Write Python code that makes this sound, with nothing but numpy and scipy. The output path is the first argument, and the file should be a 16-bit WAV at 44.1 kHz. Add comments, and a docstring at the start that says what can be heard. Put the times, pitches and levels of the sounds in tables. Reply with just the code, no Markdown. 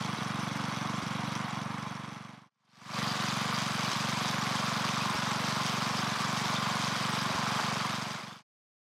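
"""A small engine's quick thumping comes first, with clatter and hiss: a single-cylinder four-stroke tiller in soil.
It is heard from farther off, fades out, fades in from nearer and fades out again, and silence ends the scene.
Each firing rings the muffler; now and then it misfires, and the governor lets the speed swing and settle.
Knocks ring the casing, valve ticks and chain links shape the hiss in step with the crank,
and grit, loose parts and a dull rumble add sounds that do not follow the crank."""
import sys
import numpy as np
from scipy import signal
from scipy.fft import rfft, irfft, next_fast_len
from scipy.io import wavfile
from scipy.ndimage import uniform_filter1d

SR = 44100
rng = np.random.default_rng(int(sys.argv[2]) if len(sys.argv) > 2 else 0)


def put_to_file(sound):
    """Save the sound as 16-bit audio at rate SR, in the file named by the first command-line argument."""
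    columns = np.atleast_2d(sound).T  # one column per channel
    safe = np.clip(columns, -1, 1)
    whole_steps = np.round(safe * 32767)
    wavfile.write(sys.argv[1], SR, whole_steps.astype(np.int16))


N = 395577

CUT_S, END_S = 2.5, 8.431   # where the near passage starts and ends
FADE_IN_END_S, FADE_IN_DB_PER_S = 2.984, 123
# Pairs give the far passage, then the near one.
FADE_OUT_S = (1.42, 0.91)
FIRST_BLOWDOWN_S = (.0459, 2.5593)   # a moment at which the exhaust valve opens
BARK_DB = (-19, -19.5)
LINK_DB, GUARD_DB = (-3.5, -4.5), (-10.5, -15)   # chain link clicks, and chain guard against the other treble

GOVERNED_RPM = 2837.6
HUNT_PER_S, HUNT_DECAY_S = 2.168, .338   # swings per second; time for a swing to shrink to 37 percent

MUFFLER_LOW_CUT_HZ, CASING_LOW_CUT_HZ = 109.5, 435
EXHAUST_LOW_CUT_HZ = 55   # thins the deepest part of the exhaust thump
BLOWDOWN_RISE_HZ = 100   # softens the start of each push
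# Delays count from the opening of the exhaust valve.
BARK_DELAY_MS, EARLY_PUFF_MS, POP_DELAY_MS = 2.87, 6, 15.6
PUFF_LOW_HZ, PUFF_HIGH_HZ = 75.3, 260
POP_LOW_HZ, POP_HIGH_HZ, POP_DB = 151, 306.4, 0.5   # the strength is that of an ordinary pop

LINKS_PER_CYCLE, LINK_PATCHY_DB = 5.44, 2   # links per two crank turns; slow unevenness of the clicks
PEAK_TOP, CUTOFF_HZ = 0.21, 15730   # height where peaks flatten; top of the treble

# Misfires of the engine. Each row: time in seconds, blowdown in dB, early puff in dB, pop in dB,
# speed lost in rpm (negative means gained).
ENGINE_MISFIRES = [(0.172, -7, 6, 11.5, -22.5), (.722, -2.5, -19, 0, 116), (1.019, -14, 11, 11.5, 111),
                   (1.48, -7, -11, -4, 39), (3.149, -5, -14, 6, 92.5), (3.916, -14, -8, 7.5, 63.5),
                   (5.142, -18.5, 12, 9.5, 31.5), (6.157, -9, -10.5, 5.5, 96.5),
                   (6.96, -2.5, -9.5, 2.5, 93), (7.341, -15, 13.5, 9, 149.5), (7.598, -10, -6, 7.5, 10.5),
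                   (8.187, -15, -14, 5, 85.5)]


def from_db(db):
    """Turn decibels into gain."""
    return 10 ** (np.asarray(db) / 20)


def rms_one(x):
    """Scale a sound to an rms level of 1."""
    return x / np.sqrt(np.mean(x ** 2) + 1e-20)


def in_time(rows, t):
    """Read each column of a table as a curve at times t."""
    seconds, *columns = np.transpose(rows)
    return [np.interp(t, seconds, column) for column in columns]


def filtered(x, order, hz, kind):
    """Keep the low, high or middle pitches, as a smooth Butterworth filter does."""
    return signal.sosfilt(signal.butter(order, hz, kind, fs=SR, output="sos"), x)


def colour(x, spectrum, peaks=()):
    """Give x a spectrum with narrow bumps or dips, using a filter that never looks ahead; rms 1."""
    hz = np.linspace(1, SR / 2, 4097)
    at, db = np.transpose(spectrum)
    shape_db = np.interp(np.log(hz), np.log(at), db, left=-80)
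    shape_db = uniform_filter1d(shape_db, size=9)
    for centre, width, rise_db in peaks:
        shape_db = shape_db + rise_db / (1 + (2 * (hz - centre) / width) ** 2)
    # Folding the cepstrum puts the filter's energy as early as possible (minimum phase).
    cepstrum = irfft(np.log(from_db(shape_db)))
    cepstrum[1:4096] = 2 * cepstrum[1:4096]
    cepstrum[4097:] = 0
    response = irfft(np.exp(rfft(cepstrum)))
    return rms_one(signal.oaconvolve(x, response)[:len(x)])


def ring(x, hz, t60):
    """Let clicks ring like struck metal: a unit click starts a sine of height 1 that falls 60 dB in t60 seconds."""
    r, w = from_db(-60 / (t60 * SR)), 2 * np.pi * hz / SR
    # The tiny offset keeps the fading numbers from becoming too small to compute quickly.
    return signal.lfilter([0, np.sin(w)], [1, -2 * r * np.cos(w), r * r], x + 1e-18)


def opposed_rings(x, modes):
    """Add up ringing modes, each in opposite phase to its neighbours."""
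    return sum((-1) ** k * from_db(db) * ring(x, hz, t60) for k, (hz, db, t60) in enumerate(modes))


def clicks(count, at, sizes):
    """Make a train of one-sample clicks."""
    out, inside = np.zeros(count), (at >= 0) & (at < count)
    np.add.at(out, at[inside], sizes[inside])
    return out


def drift(count, rate):
    """Wander at random, no faster than about rate in Hz, with rms 1."""
    return rms_one(filtered(rng.standard_normal(count), 2, rate, "low"))


def crank_rpm(t):
    """Governed speed: each misfire or jolt knocks it off and a damped swing brings it back."""
    # The tines bite into hard soil or break free.
    # Each row: time in seconds, speed lost in rpm (negative means gained).
    jolts = [(-.204, 269), (1.367, -99), (1.95, -46), (2.506, -98), (3.312, 170), (3.674, 83), (4.561, 65),
             (4.786, 72), (4.962, -58), (5.495, -56)]
    upsets = jolts + [(row[0], row[-1]) for row in ENGINE_MISFIRES]
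    rpm = np.full(len(t), GOVERNED_RPM)
    for s, lost_rpm in upsets:
        if (s < CUT_S) == (t[0] < CUT_S):   # each passage has its own upsets
            since = np.maximum(t - s, 0)
            swing = np.exp(-since / HUNT_DECAY_S) * np.cos(2 * np.pi * HUNT_PER_S * since)
            rpm -= (t >= s) * lost_rpm * swing
    return rpm


def exhaust(t, cycles, bark_db):
    """Every second turn gas bursts into the muffler and the rising piston pops after it;
    a misfire weakens the burst, adds a dull puff and changes the pop."""
    # Muffler modes. Each row: pitch in Hz, relative level in dB, time to fall 60 dB in seconds.
    muffler_modes = [(125.8, -2, 0.034), (213, 3.5, 0.047), (286.7, -12.5, 0.2)]
    # Upper muffler modes that bark at each blowdown.
    # Each row: pitch in Hz, relative level in dB, time to fall 60 dB in seconds.
    bark_modes = [(344, -5.5, 0.018), (443, 7.5, 0.021), (557, 7.5, 0.048), (774, -10, 0.035)]
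    count = len(t)
    at = np.flatnonzero(np.diff(np.floor(cycles)))   # the exhaust valve opens
    strength_db, pop_db = np.zeros(len(at)), np.full(len(at), POP_DB)
    puff_db = np.full(len(at), -np.inf)   # no puff unless it misfires
    for s, *levels_db, _ in ENGINE_MISFIRES:
        if t[0] <= s < t[-1]:
            k = np.argmin(abs(t[at] - s))
            strength_db[k], puff_db[k], pop_db[k] = levels_db

    push = filtered(clicks(count, at, from_db(strength_db)), 2, BLOWDOWN_RISE_HZ, "low")
    thumps = filtered(opposed_rings(push, muffler_modes), 4, MUFFLER_LOW_CUT_HZ, "high")

    puffs = clicks(count, at + int(EARLY_PUFF_MS * SR / 1000), from_db(puff_db))
    puffs = filtered(puffs + 1e-18, 2, [PUFF_LOW_HZ, PUFF_HIGH_HZ], "band")
    pops = clicks(count, at + int(POP_DELAY_MS * SR / 1000), -from_db(pop_db))
    pops = filtered(pops + 1e-18, 2, [POP_LOW_HZ, POP_HIGH_HZ], "band")

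    crack = clicks(count, at + int(BARK_DELAY_MS * SR / 1000), from_db(strength_db))
    bark = opposed_rings(crack, bark_modes)
    whole = rms_one(thumps) + from_db(37.0) * (puffs + pops) + from_db(bark_db) * rms_one(bark)
    return filtered(whole, 2, EXHAUST_LOW_CUT_HZ, "high")


def rumble(count):
    """Dull rumble of tines and ground: steady noise coloured low."""
    # Colour of the rumble. Each row: pitch in Hz, relative level per Hz in dB.
    rumble_colour = [(25, -42), (50, -26), (80, -12), (130, 0), (250, 0), (350, -8), (420, -80)]
    return from_db(-16.5) * colour(rng.standard_normal(count), rumble_colour)


def contacts(cycles, table, slack_deg, uneven_db):
    """Find when parts meet, a little early or late, and how hard: slack makes the timing uneven, and a separate
    unevenness varies the strength."""
    degrees, db = np.transpose(table)
    turn = np.arange(np.floor(cycles[0]) - 1, cycles[-1])[:, None]   # whole 720-degree cycles
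    slack = slack_deg * rng.standard_normal((len(turn), len(degrees)))
    place = turn + (degrees + slack) / 720
    at = np.interp(place, cycles, np.arange(len(cycles)), left=-1, right=-1).astype(int)
    sizes = from_db(db + uneven_db * rng.uniform(-0.91, 1, place.shape))
    return at.ravel(), sizes.ravel()


def shaken(count, at, sizes, t60, depth):
    """Noise that swells at each contact and dies away, over a steady part."""
    burst = signal.lfilter([1], [1, -from_db(-60 / (t60 * SR))], clicks(count, at, sizes))
    return (1 + depth * burst) * rng.standard_normal(count)


def casing(count, at, knocks, k):
    """Knocks and shaking ring the casing's modes, over a broad roar that throbs with them."""
    # Casing and sheet-metal modes.
    # Each row: pitch in Hz, relative level in dB, time to fall 60 dB in seconds.
    casing_modes = [(745, -3, 0.1), (854.4, -3.5, 0.14), (947, -8.5, 0.16), (992, -7, 0.082),
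                    (1046, -1.5, 0.12), (1083, 0, 0.081), (1163, 3, 0.071), (1205, -7, 0.096),
                    (1310, 1, 0.055), (1450, 0, 0.05), (1625, -6.5, 0.063)]
    # Colour of the roar, far and near. Each row: pitch in Hz, relative level per Hz in dB.
    roar_colours = ([(180, -37), (300, -1.5), (366, -15), (580, -15), (741, -8), (1090, -2.5), (1780, -12),
                    (2210, -9.5), (2600, -17.5), (3380, -22.5), (5720, -120)], [(180, -17), (300, -14.5),
                    (353, -13), (493, -13), (714, -9), (903, -7), (1050, -1), (1780, -10.5), (2600, -19.5),
                    (3380, -20), (5720, -120)])
    struck = shaken(count, at, knocks, t60=0.014, depth=1.0) + from_db(26.0) * clicks(count, at, knocks)
    # The level of each mode wanders slowly.
    rings = sum(from_db(db + 1.0 * drift(count, 5.6)) * ring(struck, hz, t60) for hz, db, t60 in casing_modes)
    rings = filtered(rings, 2, CASING_LOW_CUT_HZ, "high")
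    roar = colour(shaken(count, at, knocks, t60=0.027, depth=0.93), roar_colours[k])
    return rms_one(from_db(-2.5) * rms_one(rings) + roar)


def links(cycles, level_db):
    """Chain links drop onto the sprocket in step with the crank: when, and how hard."""
    at = np.flatnonzero(np.diff(np.floor(cycles * LINKS_PER_CYCLE)))
    patchy_db = LINK_PATCHY_DB * drift(len(cycles), 6)[at]
    return at, from_db(level_db + patchy_db + 3.0 * rng.standard_normal(len(at)))


def grit(count, per_s, spread_db):
    """Small hard knocks, as of soil and stones on metal: random clicks of very uneven size."""
    sizes = from_db(spread_db * np.minimum(rng.exponential(1, count), 5)) * rng.choice([-1, 1], count)
    return rms_one(sizes * (rng.random(count) < per_s / SR))


def rattle(count, spectrum, bumps, per_s, t60):
    """Many small loose parts, knocked at random; each pings at its own pitch and comes and goes on its own."""
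    knocks = grit(count, per_s, 3.4)
    pitches = np.geomspace(1900, 15000, num=44)
    dealt = rng.integers(0, 44, count)   # which part each knock hits
    looseness_db = 4 * uniform_filter1d(rng.standard_normal((44, count // 2000 + 1)), size=3)
    pings = np.zeros(count)
    for k, hz in enumerate(pitches):
        looseness = from_db(np.repeat(looseness_db[k], repeats=2000)[:count])
        pings += ring(knocks * (dealt == k) * looseness, hz, t60) * np.sqrt(hz)
    return colour(pings, spectrum, bumps)


def treble(count, at, ticks, k):
    """Fan and exhaust hiss swells with valve and chain clicks, grit joins in, and loose parts rattle."""
    # Colour of the hiss, far and near. Each row: pitch in Hz, relative level per Hz in dB.
    hiss_colours = ([(1060, -21), (1800, -10.5), (2220, -4), (2800, -0.5), (3420, -1.5), (4170, -3),
                    (5520, -3), (6200, -9), (7370, -13.5), (9840, -15), (15600, -34)], [(1060, -19),
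                    (1800, -4.5), (2300, 0), (2750, -4), (3330, 0), (4360, -4), (4770, -5), (6090, -7.5),
                    (6790, -11), (11800, -23), (15600, -33.5)])
    # Narrow bumps and dips in the colour of the hiss, far and near.
    # Each row: pitch in Hz, width in Hz, rise in dB (negative is a dip).
    hiss_bumps = ([(3360, 180, 6.5), (3820, 80, 5.5), (5200, 170, -5.5), (5830, 84, 0.5),
                  (8640, 140, -1.5)], [(3340, 250, -2), (3820, 170, 1), (4820, 250, 5), (5450, 130, 2.5),
                  (5870, 92, -4.5)])
    source = rms_one(shaken(count, at, ticks, t60=0.019, depth=2.6)) + from_db(-12) * grit(count, 1200, 4.2)
    top = filtered(source, 4, 6500, "high")
    # The top of the treble flickers on its own.
    source = source * from_db(0.5 * drift(count, 8.4)) + top * (from_db(2.0 * drift(count, 25)) - 1)
    hiss = colour(source, hiss_colours[k], hiss_bumps[k])
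    loose = rattle(count, hiss_colours[k], hiss_bumps[k], per_s=1300.0, t60=.03)
    return rms_one(hiss + from_db(-5) * loose)


def guard(count, at, sizes):
    """Each link rings the chain guard, every mode with a chance strength of its own."""
    # Chain guard modes. Each row: pitch in Hz, relative level in dB, time to fall 60 dB in seconds.
    guard_modes = [(4860, -9, 0.016), (5440, 5, 0.021), (6060, 5, 0.03)]
    shape = (len(at), len(guard_modes))
    chance = rng.uniform(0.48, 1, shape) * rng.choice([-1, 1], shape)
    return rms_one(sum(ring(clicks(count, at, from_db(db) * sizes * chance[:, k]), hz, t60)
                       for k, (hz, db, t60) in enumerate(guard_modes)))


def stereo(mid, pan_db, k):
    """Each pitch leans left or right by its share of the level difference."""
    # Lean by pitch, far and near.
    # Each row: pitch in Hz, share of the left-right difference (negative leans the other way).
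    balance_shares = ([(100, 1.05), (1500, 1.06), (2200, 0.67), (3000, .5), (4000, 1.1), (4600, .1),
                      (8800, 0.01), (9500, -.9), (10400, 0.01)], [(100, 1.2), (350, 1.2), (520, .1),
                      (800, 1.2), (1100, 0), (1800, 0), (2200, 1.1), (2700, 0), (3600, -.8), (4700, 0),
                      (5700, 1.3), (6500, 0), (8800, 0), (9500, -2.2), (10400, 0)])
    hz, share = np.transpose(balance_shares[k])
    size = next_fast_len(len(mid))
    share_by_pitch = np.interp(np.arange(size // 2 + 1) * SR / size, hz, share)
    leaning = irfft(rfft(mid, size) * share_by_pitch, size)[:len(mid)]
    side = np.log(10) / 40 * pan_db * leaning   # small dB differences become a side signal
    return np.array([mid + side, mid - side])


def passage(k, t):
    """The tiller heard from one distance (k: 0 far, 1 near): all parts follow one crank."""
    # Level and place at the start and end of the far and near passages. 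Each row: time in seconds,
    # thump gain in dB, casing gain in dB, treble gain in dB, left minus right in dB before the share by pitch.
    placing = ([(0, -37.2, -38, -44, -1.37), (2.5, -37, -37.5, -47.5, -1.75)],
               [(2.5, -37, -35, -37.5, -1.03), (8.43, -37.5, -33.5, -37, -1.82)])
    # Knocks on the casing in each two-turn cycle as they reach the ear, far and near.
    # Each row: crank angle after the exhaust opens in degrees, strength in dB.
    knock_angles = ([(25, -6.5), (135, -2), (205, -3), (265, -12.5), (335, -1.5), (460, -6), (620, -1),
                    (705, 0)], [(30, -3.5), (140, -14), (235, -11), (310, -6.5), (420, -10.5), (590, 0.5),
                    (670, 0.5)])
    # Ticks of the valve gear in each two-turn cycle as they reach the ear, far and near.
    # Each row: crank angle after the exhaust opens in degrees, strength in dB.
    tick_angles = ([(48, 2), (205, -6), (255, -1), (335, -2.5), (480, -9), (705, -8.5)], [(52, -3),
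                   (195, -4), (270, -8.5), (335, -14.5), (468, -5.5), (700, -5)])
    count = len(t)
    cycles = np.cumsum(crank_rpm(t)) / 120 / SR   # one cycle is two turns
    cycles = cycles - np.interp(FIRST_BLOWDOWN_S[k], t, cycles)
    thump_db, casing_db, treble_db, pan_db = in_time(placing[k], t)

    crank_shake = from_db(-38) * np.sin(4 * np.pi * cycles)   # once per turn
    thump = exhaust(t, cycles, BARK_DB[k]) + rumble(count) + crank_shake

    at, knocks = contacts(cycles, knock_angles[k], slack_deg=5.0, uneven_db=4.0)
    body = casing(count, at, knocks, k)

    tick_at, ticks = contacts(cycles, tick_angles[k], slack_deg=8.0, uneven_db=1.5)
    link_at, link_sizes = links(cycles, LINK_DB[k])
    high = treble(count, np.concatenate([tick_at, link_at]), np.concatenate([ticks, link_sizes]), k)
    high = high + from_db(GUARD_DB[k]) * guard(count, link_at, link_sizes)

    mid = from_db(thump_db) * thump + from_db(casing_db) * body + from_db(treble_db) * high
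    closing = np.sin(np.pi / 2 * np.clip((t[-1] - t) / FADE_OUT_S[k], 0, 1))
    return closing * stereo(mid, pan_db, k)


def scene():
    """The far passage, the near passage fading in, then silence."""
    t = np.arange(N) / SR
    cut, end = int(CUT_S * SR), int(END_S * SR)
    opening = from_db(FADE_IN_DB_PER_S * np.minimum(t[cut:end] - FADE_IN_END_S, 0))
    far, near = passage(0, t[:cut]), opening * passage(1, t[cut:end])
    return np.hstack([far, near, np.zeros((2, N - end))])


def record(dry):
    """Peaks are rounded softly, then the top of the treble is cut steeply."""
    rounded = PEAK_TOP * np.tanh(dry / PEAK_TOP)
    return signal.sosfilt(signal.ellip(12, .5, 70, CUTOFF_HZ, fs=SR, output="sos"), rounded)


dry = scene()
out = record(dry)
put_to_file(out)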